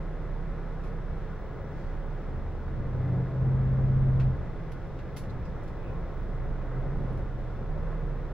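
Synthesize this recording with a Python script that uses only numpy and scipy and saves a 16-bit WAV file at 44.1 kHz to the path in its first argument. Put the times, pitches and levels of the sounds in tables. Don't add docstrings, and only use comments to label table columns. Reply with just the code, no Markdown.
import sys
import numpy as np
from scipy import signal
from scipy.fft import rfft, irfft, next_fast_len
from scipy.io import wavfile
from scipy.ndimage import map_coordinates

SR = 44100
rng = np.random.default_rng(int(sys.argv[2]) if len(sys.argv) > 2 else 0)


def generate_wav(sig):
    pcm = np.round(np.clip(np.atleast_2d(sig).T, -1, 1) * 32767).astype(np.int16)
    wavfile.write(sys.argv[1], SR, pcm)


N = 367353

# time_s, firings_per_s
ENGINE_SPEED = [(0, 32.4), (1.2, 32.4), (1.5, 30.5), (2.1, 30.9), (2.35, 31.8), (2.8, 31.4), (3.45, 32.55),
                (4.0, 33.0), (4.28, 32.4), (4.62, 29.4), (5.4, 29.4), (5.75, 28.9), (6.3, 31.4),
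                (6.7, 31.5), (6.9, 32.7), (7.1, 32.3), (7.28, 31.3), (7.62, 31.3), (7.8, 33.2),
                (8.05, 33.6), (8.33, 32.9)]
# start_s, rise_s, let_go_s, load_0_to_1, boom_swell_db
PEDAL_PRESSES = [(2.23, .1, 2.38, 0.3, 8.5), (2.62, 0.2, 2.9, 0.4, 11.5), (2.87, 0.18, 3.23, 0.4, 20.5),
                 (3.25, 0.18, 4.29, 0.94, 23), (4.3, .1, 4.43, 0.3, 10.5), (6.35, .2, 7.6, 0.16, 7),
                 (6.67, .1, 6.79, .35, 17.5), (6.86, 0.067, 7.13, 0.45, 14), (7.37, .15, 7.62, 0, 6)]
# time_s, level_db
THROB_LEVEL = [(0.0, -35), (1.2, -35.5), (1.76, -44), (1.86, -34.5), (2.2, -35.5), (2.8, -37.5),
               (3.3, -45.5), (4.1, -35), (4.8, -41.5), (5.55, -41.5), (5.9, -37.5), (6.3, -34),
               (7.0, -33.5), (7.5, -37), (7.72, -33.5), (8.1, -33), (8.33, -36.5)]
# multiple_of_three_cylinder_pulse_rate, relative_db
EXHAUST_TONES = [(1, -16.5), (3, 1), (4, -2.5), (5, -4.5), (6, -2), (7, -8.5), (9, -18.5), (10, -18.5),
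                 (11, -10.5), (12, -10.5), (13, -15.5), (14, -9.5)]
# idle_db, db_per_extra_firing_per_s, full_load_extra_db
EXHAUST_RESPONSE = (-42, -0.48, 13.6)
# multiple_of_crank_speed, relative_db
BLOCK_TONES = [(4, -5), (5, -8.5), (6, -0.5), (7.5, -8), (8.5, -8.5), (9, -11), (10, -10.5), (11, -9.5),
               (12, -11), (16.5, -7), (18, -6.5), (26.5, -12.5), (33, -11.5), (41, -10.5), (42, -11.5),
               (54, -16.5)]
# idle_db, db_per_extra_firing_per_s, full_load_extra_db
BLOCK_RESPONSE = (-44.5, 1, 0.64)
# time_s, lower_tone_db, upper_tone_db
BEATING_LEVELS = [(0, -45, -43.5), (1.2, -49.5, -47), (1.5, -48.5, -54), (2.15, -46.5, -49.5),
                  (2.4, -53, -55.5), (2.8, -44.5, -48), (3.5, -44, -51.5), (3.95, -49.5, -40.5),
                  (4.3, -46.5, -56.5), (4.9, -54, -62), (5.7, -57.5, -59), (6.4, -47.5, -57),
                  (6.75, -53, -57), (6.89, -40.5, -51), (7.05, -46, -54), (7.25, -54, -53),
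                  (7.62, -53, -59), (7.77, -41.5, -50), (8.05, -41, -51.5), (8.33, -48, -59)]
# time_s, level_db
CLATTER_LEVEL = [(0, -46), (2.4, -46.5), (2.85, -45.5), (3.08, -43.5), (3.5, -42.5), (3.8, -43.5),
                 (4.3, -44), (4.55, -47), (5.4, -47), (6.0, -45.2), (6.5, -45), (6.9, -43.5), (7.15, -42),
                 (7.35, -46.5), (7.8, -44.5), (8.33, -45.5)]
# pitch_hz, relative_db
CLATTER_COLOUR = [(110, -32), (170, -4), (215, -0.5), (255, -4.5), (290, -3), (330, -2), (450, -0.5),
                  (560, -1.5), (620, -7.5), (690, -9), (1000, -13.5), (1500, -24), (2200, -32.5),
                  (5000, -95)]
# time_s, level_db
KNOCK_EDGE_LEVEL = [(0, -60.5), (0.85, -56), (2.5, -60), (3.1, -57.5), (3.35, -62.5), (3.57, -54),
                    (3.8, -57.5), (4.28, -58.5), (4.55, -63), (6.45, -59), (6.7, -53), (7.2, -61.5),
                    (7.7, -59.5), (7.94, -52), (8.15, -61)]
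# pitch_hz, relative_db
KNOCK_EDGE_COLOUR = [(400, -29), (750, -1.5), (1100, 0.5), (1500, -2), (2000, -9), (3000, -32), (5000, -69)]
# multiple_of_firing_rate, relative_db
PANEL_TONES = [(2.5, 3), (3, -2.5), (7, -7.5), (9, -10), (9.5, -13.5), (10, -10.5)]
# start_s, length_s, multiple_of_firing_rate, level_db
PANEL_FLARES = [(2.262, .62, 2.5, -43), (2.284, .7, 7, -53), (2.92, .3, 3, -38), (2.976, 0.3, 9, -48.5),
                (3.042, 0.27, 5.5, -41), (4.271, .2, 2.5, -35.5), (4.563, 0.17, 5.5, -42.5),
                (5.803, .34, 5.5, -48), (6.722, 0.26, 4.25, -42), (6.843, 0.34, 7, -48.5),
                (7.982, .4, 4, -42.5)]
# start_s, knock_db, knock_tilt_db_per_octave, tick_db, left_minus_right_db, ring_s
FITTING_CLICKS = [(0.8365, -57, -6, -72.5, 0, 0.36), (0.8744, -65, -3, -79, 4, .2),
                  (4.1977, -46.5, -6, -69.5, 1.5, 0.13), (4.203, -51, -6.5, -77, 3.5, 0.23),
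                  (4.718, -50.5, -5.5, -62.5, 2, .12), (4.988, -51.5, -6.5, -77, 0.5, 0.14),
                  (5.1638, -51.5, 0, -60, 0, 0.14), (5.1684, -48.5, -1, -50.5, -1, .12),
                  (5.1783, -54, 3.5, -56.5, 1.5, .22), (5.236, -53, -8, -81, 2.5, .11),
                  (5.254, -62, -4, -81.5, 0, .08), (5.298, -62, -1, -75, 4, 0.14),
                  (5.453, -59, -3, -90, 1, 0.12), (5.634, -69, 2, -74.5, 7, .16),
                  (5.677, -61, -1, -70.5, 2, 0.12), (7.127, -74, 5, -68.5, 2, 0.082),
                  (7.174, -69, 3, -70, 0.5, 0.15)]
# pitch_hz, relative_db
FITTING_KNOCK_COLOUR = [(400, -17), (1200, -0.5), (2200, 1), (3200, -3.5), (4100, -2), (5500, -3),
                        (6400, -10), (7400, -5), (8600, -16), (11000, -35), (15000, -58)]
# pitch_hz, relative_db
FITTING_TICK_COLOUR = [(6000, -24.5), (9000, -10.5), (9800, -2.5), (11300, -4), (12000, -7), (13400, -8.5),
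                       (15500, -8.5)]
# pitch_hz, width_hz, boost_db
FITTING_RESONANCES = [(2670, 400, 3), (4270, 450, 0), (5870, 500, 6), (10150, 550, 6), (11050, 450, 5),
                      (12700, 400, 6.5)]
# middle_s, length_s, pitch_hz, width_as_share_of_pitch, level_db
TRIM_CREAKS = [(0.86, .07, 4200, .6, -73), (1.802, 0.2, 4380, 0.42, -71), (5.245, .022, 5500, 0.035, -70),
               (5.302, 0.022, 4050, 0.055, -62.5), (5.467, 0.046, 5000, .055, -70),
               (5.87, 0.13, 2510, 0.065, -62)]
# pitch_hz, relative_db
VENT_COLOUR = [(100, -29.5), (250, -2.5), (500, 2), (850, 2), (1130, -2.5), (1400, -1.5), (1570, -4.5),
               (1950, -6), (2200, -10), (2400, -12.5), (2700, -16.5), (3500, -43.5), (6000, -93.5)]
# pitch_hz, relative_db
HISS_COLOUR = [(1500, -24), (2700, -1.5), (3100, -0.5), (3500, 0), (4500, -7), (5700, -6.5), (6800, -14.5),
               (8000, -14), (8800, -19), (9800, -20), (11300, -17), (13000, -26.5), (15500, -23)]
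# pitch_hz, relative_db
RUMBLE_COLOUR = [(8, -7), (18, 3.5), (30, -1.5), (55, -0.5), (72, 1.5), (95, -4.5), (165, -4.5), (240, -19),
                 (400, -42), (1200, -100)]
# pitch_hz, relative_db
WHISTLE_TONES = [(9989, -13), (15674.5, -13), (15734, 0), (15747.5, -5)]
# time_s, gain_db
WHISTLE_GAIN = [(0, -85), (1.0, -91), (1.3, -82), (2.8, -84), (3.2, -87.5), (5.5, -85.5), (5.85, -82),
                (6.55, -83), (6.8, -84), (7.85, -87.5), (8.33, -83)]
# pitch_hz, width_hz, boost_db
CABIN_RESONANCES = [(281, 22, 3), (657.6, 14, 5), (730, 9.6, 6), (1076.6, 23, 6.5), (1210, 45, 3.5),
                    (1313, 40, 4.5), (1457, 34, 5.5), (1672, 73, 4), (2020, 100, 3.5), (3500, 120, 2.5)]
# pitch_hz, likeness
STEREO_LIKENESS = [(30, 0.82), (65, 0.89), (130, 1), (260, 0.83), (500, 0.85), (1100, 0.94), (1900, 0.98),
                   (2600, 0.67), (3400, 0.32), (4300, 0.76), (5600, -0.43), (7200, -.1), (8800, -0.83),
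                   (11300, -0.05), (14000, -.5)]
# pitch_hz, left_minus_right_db
STEREO_BALANCE = [(32, -4), (60, 2.5), (140, -0.4), (210, 0), (330, 4), (550, 1), (700, 3), (950, 0),
                  (1600, -0.8), (2500, 0), (3450, 5.5), (4500, 2), (5700, 5.5), (7000, -4.5), (9500, 1),
                  (12500, -4)]

TIME_S = np.arange(N) / SR


def engine_tones(firings):
    throb_db, boom_db = curves(THROB_LEVEL)[0] + 0.58, boom_level()
    exhaust_db, block_db = follow_engine(EXHAUST_RESPONSE), follow_engine(BLOCK_RESPONSE)
    throb = sink(throb_db, below_db=-47) * tones(firings, [(0.99, 0)], waver_db=0.5, spread=0.1)
    boom = sink(boom_db, below_db=-51.5) * tones(firings, [(4, 0)], waver_db=0.8, spread=0.02)
    exhaust = sink(exhaust_db, below_db=-42.5) * tones(firings / 2, EXHAUST_TONES, 1.5, spread=0.21)
    block = gain(block_db) * tones(firings / 3, BLOCK_TONES, waver_db=2, spread=0.17)
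    drone_db = np.minimum(boom_db, -37) - 5.5
    drone = gain(drone_db) * tones(firings, PANEL_TONES, waver_db=3.5, spread=0.47)
    return throb + boom + exhaust + block + drone


def follow_engine(response, idle_firings_per_s=32):
    idle_db, speed_db, load_db = response
    loads = [depth * ramp(start_s, rise_s) * pedal_held(let_go_s)
             for start_s, rise_s, let_go_s, depth, _ in PEDAL_PRESSES]
    extra_speed = curves(ENGINE_SPEED)[0] - idle_firings_per_s
    return idle_db + speed_db * extra_speed + load_db * np.max(loads, axis=0)


def boom_level(idle_db=-48, build_s=0.069):
    swells_db = []
    for start_s, _, let_go_s, _, swell_db in PEDAL_PRESSES:
        built = 1 - np.exp(-np.maximum(TIME_S - start_s, 0) / build_s)
        swells_db.append(swell_db * built * pedal_held(let_go_s))
    return idle_db + np.max(swells_db, axis=0)


def pedal_held(let_go_s, release_s=0.13):
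    return 1 - ramp(let_go_s, release_s)


def running_hum(firings, cabin_hz=133.2, width_hz=2.9, multiple=4.5):
    lower_db, upper_db = curves(BEATING_LEVELS)
    lower = gain(lower_db) * tones(firings / 3, [(14, 0)], waver_db=1.2, spread=0.1)
    upper = gain(upper_db) * tones(firings / 3, [(15, 0)], waver_db=1.2, spread=0.1)
    off_pitch = (multiple * curves(ENGINE_SPEED)[0] - cabin_hz) / width_hz
    ring_gain = gain(-45.5) / (1 + off_pitch ** 2)
    return lower + upper + ring_gain * tones(firings, [(multiple, 0)], waver_db=1.5, spread=0.05)


def diesel_clatter(firings):
    body_db, edge_db = curves(CLATTER_LEVEL)[0] + 0.7 * wobble(16), curves(KNOCK_EDGE_LEVEL)[0]
    body = in_cabin(cylinder_knocks(firings, pulsing=0.049), CLATTER_COLOUR)
    edge = in_cabin(cylinder_knocks(firings, pulsing=0.3), KNOCK_EDGE_COLOUR)
    return gain(body_db) * body + gain(edge_db) * edge


def cylinder_knocks(firings, pulsing, repeat_share=0.53, size=8192):
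    place_in_cycle = (firings / 6 % 1) * size
    pattern = np.array([np.interp(place_in_cycle, np.arange(size), side) for side in noise(size)])
    knocks = np.sqrt(repeat_share) * normalise(pattern) + np.sqrt(1 - repeat_share) * noise()
    return knocks * (1 + pulsing * np.cos(2 * np.pi * firings))


def panel_flares(firings, fade_s=0.053):
    out = np.zeros((2, N))
    for start_s, length_s, multiple, db in PANEL_FLARES:
        swell = np.clip(np.minimum(TIME_S - start_s, start_s + length_s - TIME_S) / fade_s, 0, 1)
        rough_gain = gain(db + 1.9 * wobble(24))
        out += rough_gain * swell * tones(firings, [(multiple, 0)], waver_db=1, spread=0.15)
    return out


def loose_fittings(rise_s=0.0008, snap_db=5, snap_s=0.0015):
    out, t = np.zeros((2, N + SR)), np.arange(SR // 3) / SR
    attack = (1 - np.exp(-t / rise_s)) * gain(snap_db * np.exp(-t / snap_s))
    for start_s, knock_db, tilt, tick_db, pan_db, ring_s in FITTING_CLICKS:
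        knock_colour = [(hz, db + tilt * np.log2(hz)) for hz, db in FITTING_KNOCK_COLOUR]
        knock = in_cabin(noise(len(t)), knock_colour, FITTING_RESONANCES)
        tick = in_cabin(noise(len(t)), FITTING_TICK_COLOUR, FITTING_RESONANCES)
        knock *= gain(knock_db - 60 * t / ring_s)
        tick *= gain(tick_db - 60 * t / (0.99 * ring_s))
        first = round(start_s * SR)
        out[:, first:first + len(t)] += pan(pan_db) * (knock + pan(-3) * tick) * attack
    return out[:, :N]


def trim_creaks():
    out = np.zeros((2, N))
    for middle_s, length_s, pitch_hz, width, db in TRIM_CREAKS:
        rub = filtered(noise(), lambda hz: (1 + 1j * (hz / pitch_hz - 1) / width) ** -2)
        out += gain(db) * normalise(rub) * bump(TIME_S, middle_s, length_s)
    return out


def ventilation(rush_db=-51.5, hiss_db=-68.5):
    rush = gain(rush_db + 0.5 * wobble(13)) * in_cabin(noise(), VENT_COLOUR)
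    hiss = gain(hiss_db + 0.33 * wobble(7.3)) * in_cabin(noise(), HISS_COLOUR)
    return rush + hiss


def body_rumble(base_db=-41.5, follow_share=0.51):
    rolling = ramp(start_s=2.4, rise_s=2.3)
    shake_db = follow_engine(EXHAUST_RESPONSE) + 4 * rolling
    rumble_db = base_db + follow_share * (shake_db - base_db)
    return gain(rumble_db + 2.2 * wobble(4)) * in_cabin(noise(), RUMBLE_COLOUR)


def electronics_whistle():
    side_phase = np.array([[0], [1.9]])
    whistle = sum(gain(db + 1.2 * wobble(12)) * np.sin(2 * np.pi * hz * TIME_S + side_phase)
                  for hz, db in WHISTLE_TONES)
    return gain(curves(WHISTLE_GAIN)[0]) * pan(-3) * whistle


def tones(cycles, multiples, waver_db, spread):
    out = np.zeros((2, N))
    for multiple, db in multiples:
        phase = 2 * np.pi * (multiple * cycles + rng.random()) + waver_db / 8 * wobble(5)
        side_phase = spread * rng.choice([-1, 1]) * np.array([[1], [-1]])
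        out += gain(db + waver_db * wobble(6)) * np.sin(phase + side_phase)
    return normalise(out)


def in_cabin(pair, colour, resonances=CABIN_RESONANCES):
    def response(hz):
        angle = np.arccos(np.clip(at_pitch(STEREO_LIKENESS, hz), -1, 1)) / 2
        peaks_db = sum(db * bump(hz, pitch_hz, width_hz) for pitch_hz, width_hz, db in resonances)
        return gain(at_pitch(colour, hz) + peaks_db) * np.array([np.cos(angle), np.sin(angle)])
    shared, opposite = filtered(pair, response)
    return normalise(np.array([shared + opposite, shared - opposite]))


def gain(db):
    return 10 ** (np.asarray(db) / 20)


def sink(db, below_db):
    return gain(db) / (1 + gain(below_db - db) ** 2)


def pan(left_minus_right_db):
    return gain(np.array([[1], [-1]]) * left_minus_right_db / 2)


def normalise(x):
    return x / np.sqrt(np.mean(x ** 2) + 1e-20)


def noise(samples=N):
    return rng.standard_normal((2, samples))


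def ramp(start_s, rise_s):
    return np.clip((TIME_S - start_s) / rise_s, 0, 1)


def bump(x, middle, width):
    return np.exp(-(2 * (x - middle) / width) ** 2)


def at_pitch(table, hz):
    pitches_hz, values = np.transpose(table)
    return np.interp(np.log(hz + 1), np.log(pitches_hz + 1), values)


def curves(table):
    times_s, *columns = np.transpose(table)
    return [np.interp(TIME_S, times_s, column) for column in columns]


def wobble(points_per_s):
    steps = np.arange(0, N, 64)
    smooth = map_coordinates(rng.standard_normal(512), [steps * points_per_s / SR], mode="wrap")
    return np.interp(np.arange(N), steps, smooth)


def filtered(x, response):
    size = x.shape[-1]
    padded = next_fast_len(size + SR // 2)
    hz = np.fft.rfftfreq(padded, 1 / SR)
    return irfft(rfft(x, padded) * response(hz), padded)[..., :size]


def scene():
    firings = np.cumsum(curves(ENGINE_SPEED)[0]) / SR
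    engine = engine_tones(firings) + running_hum(firings) + panel_flares(firings)
    steady = engine + diesel_clatter(firings) + ventilation() + body_rumble()
    cabin = filtered(steady, lambda hz: pan(at_pitch(STEREO_BALANCE, hz)))
    return cabin + loose_fittings() + trim_creaks() + electronics_whistle()


def record(dry, top_hz=15800):
    fades = signal.windows.tukey(N, 0.001)
    return filtered(dry * fades, lambda hz: hz < top_hz)


dry = scene()
out = record(dry)
generate_wav(out)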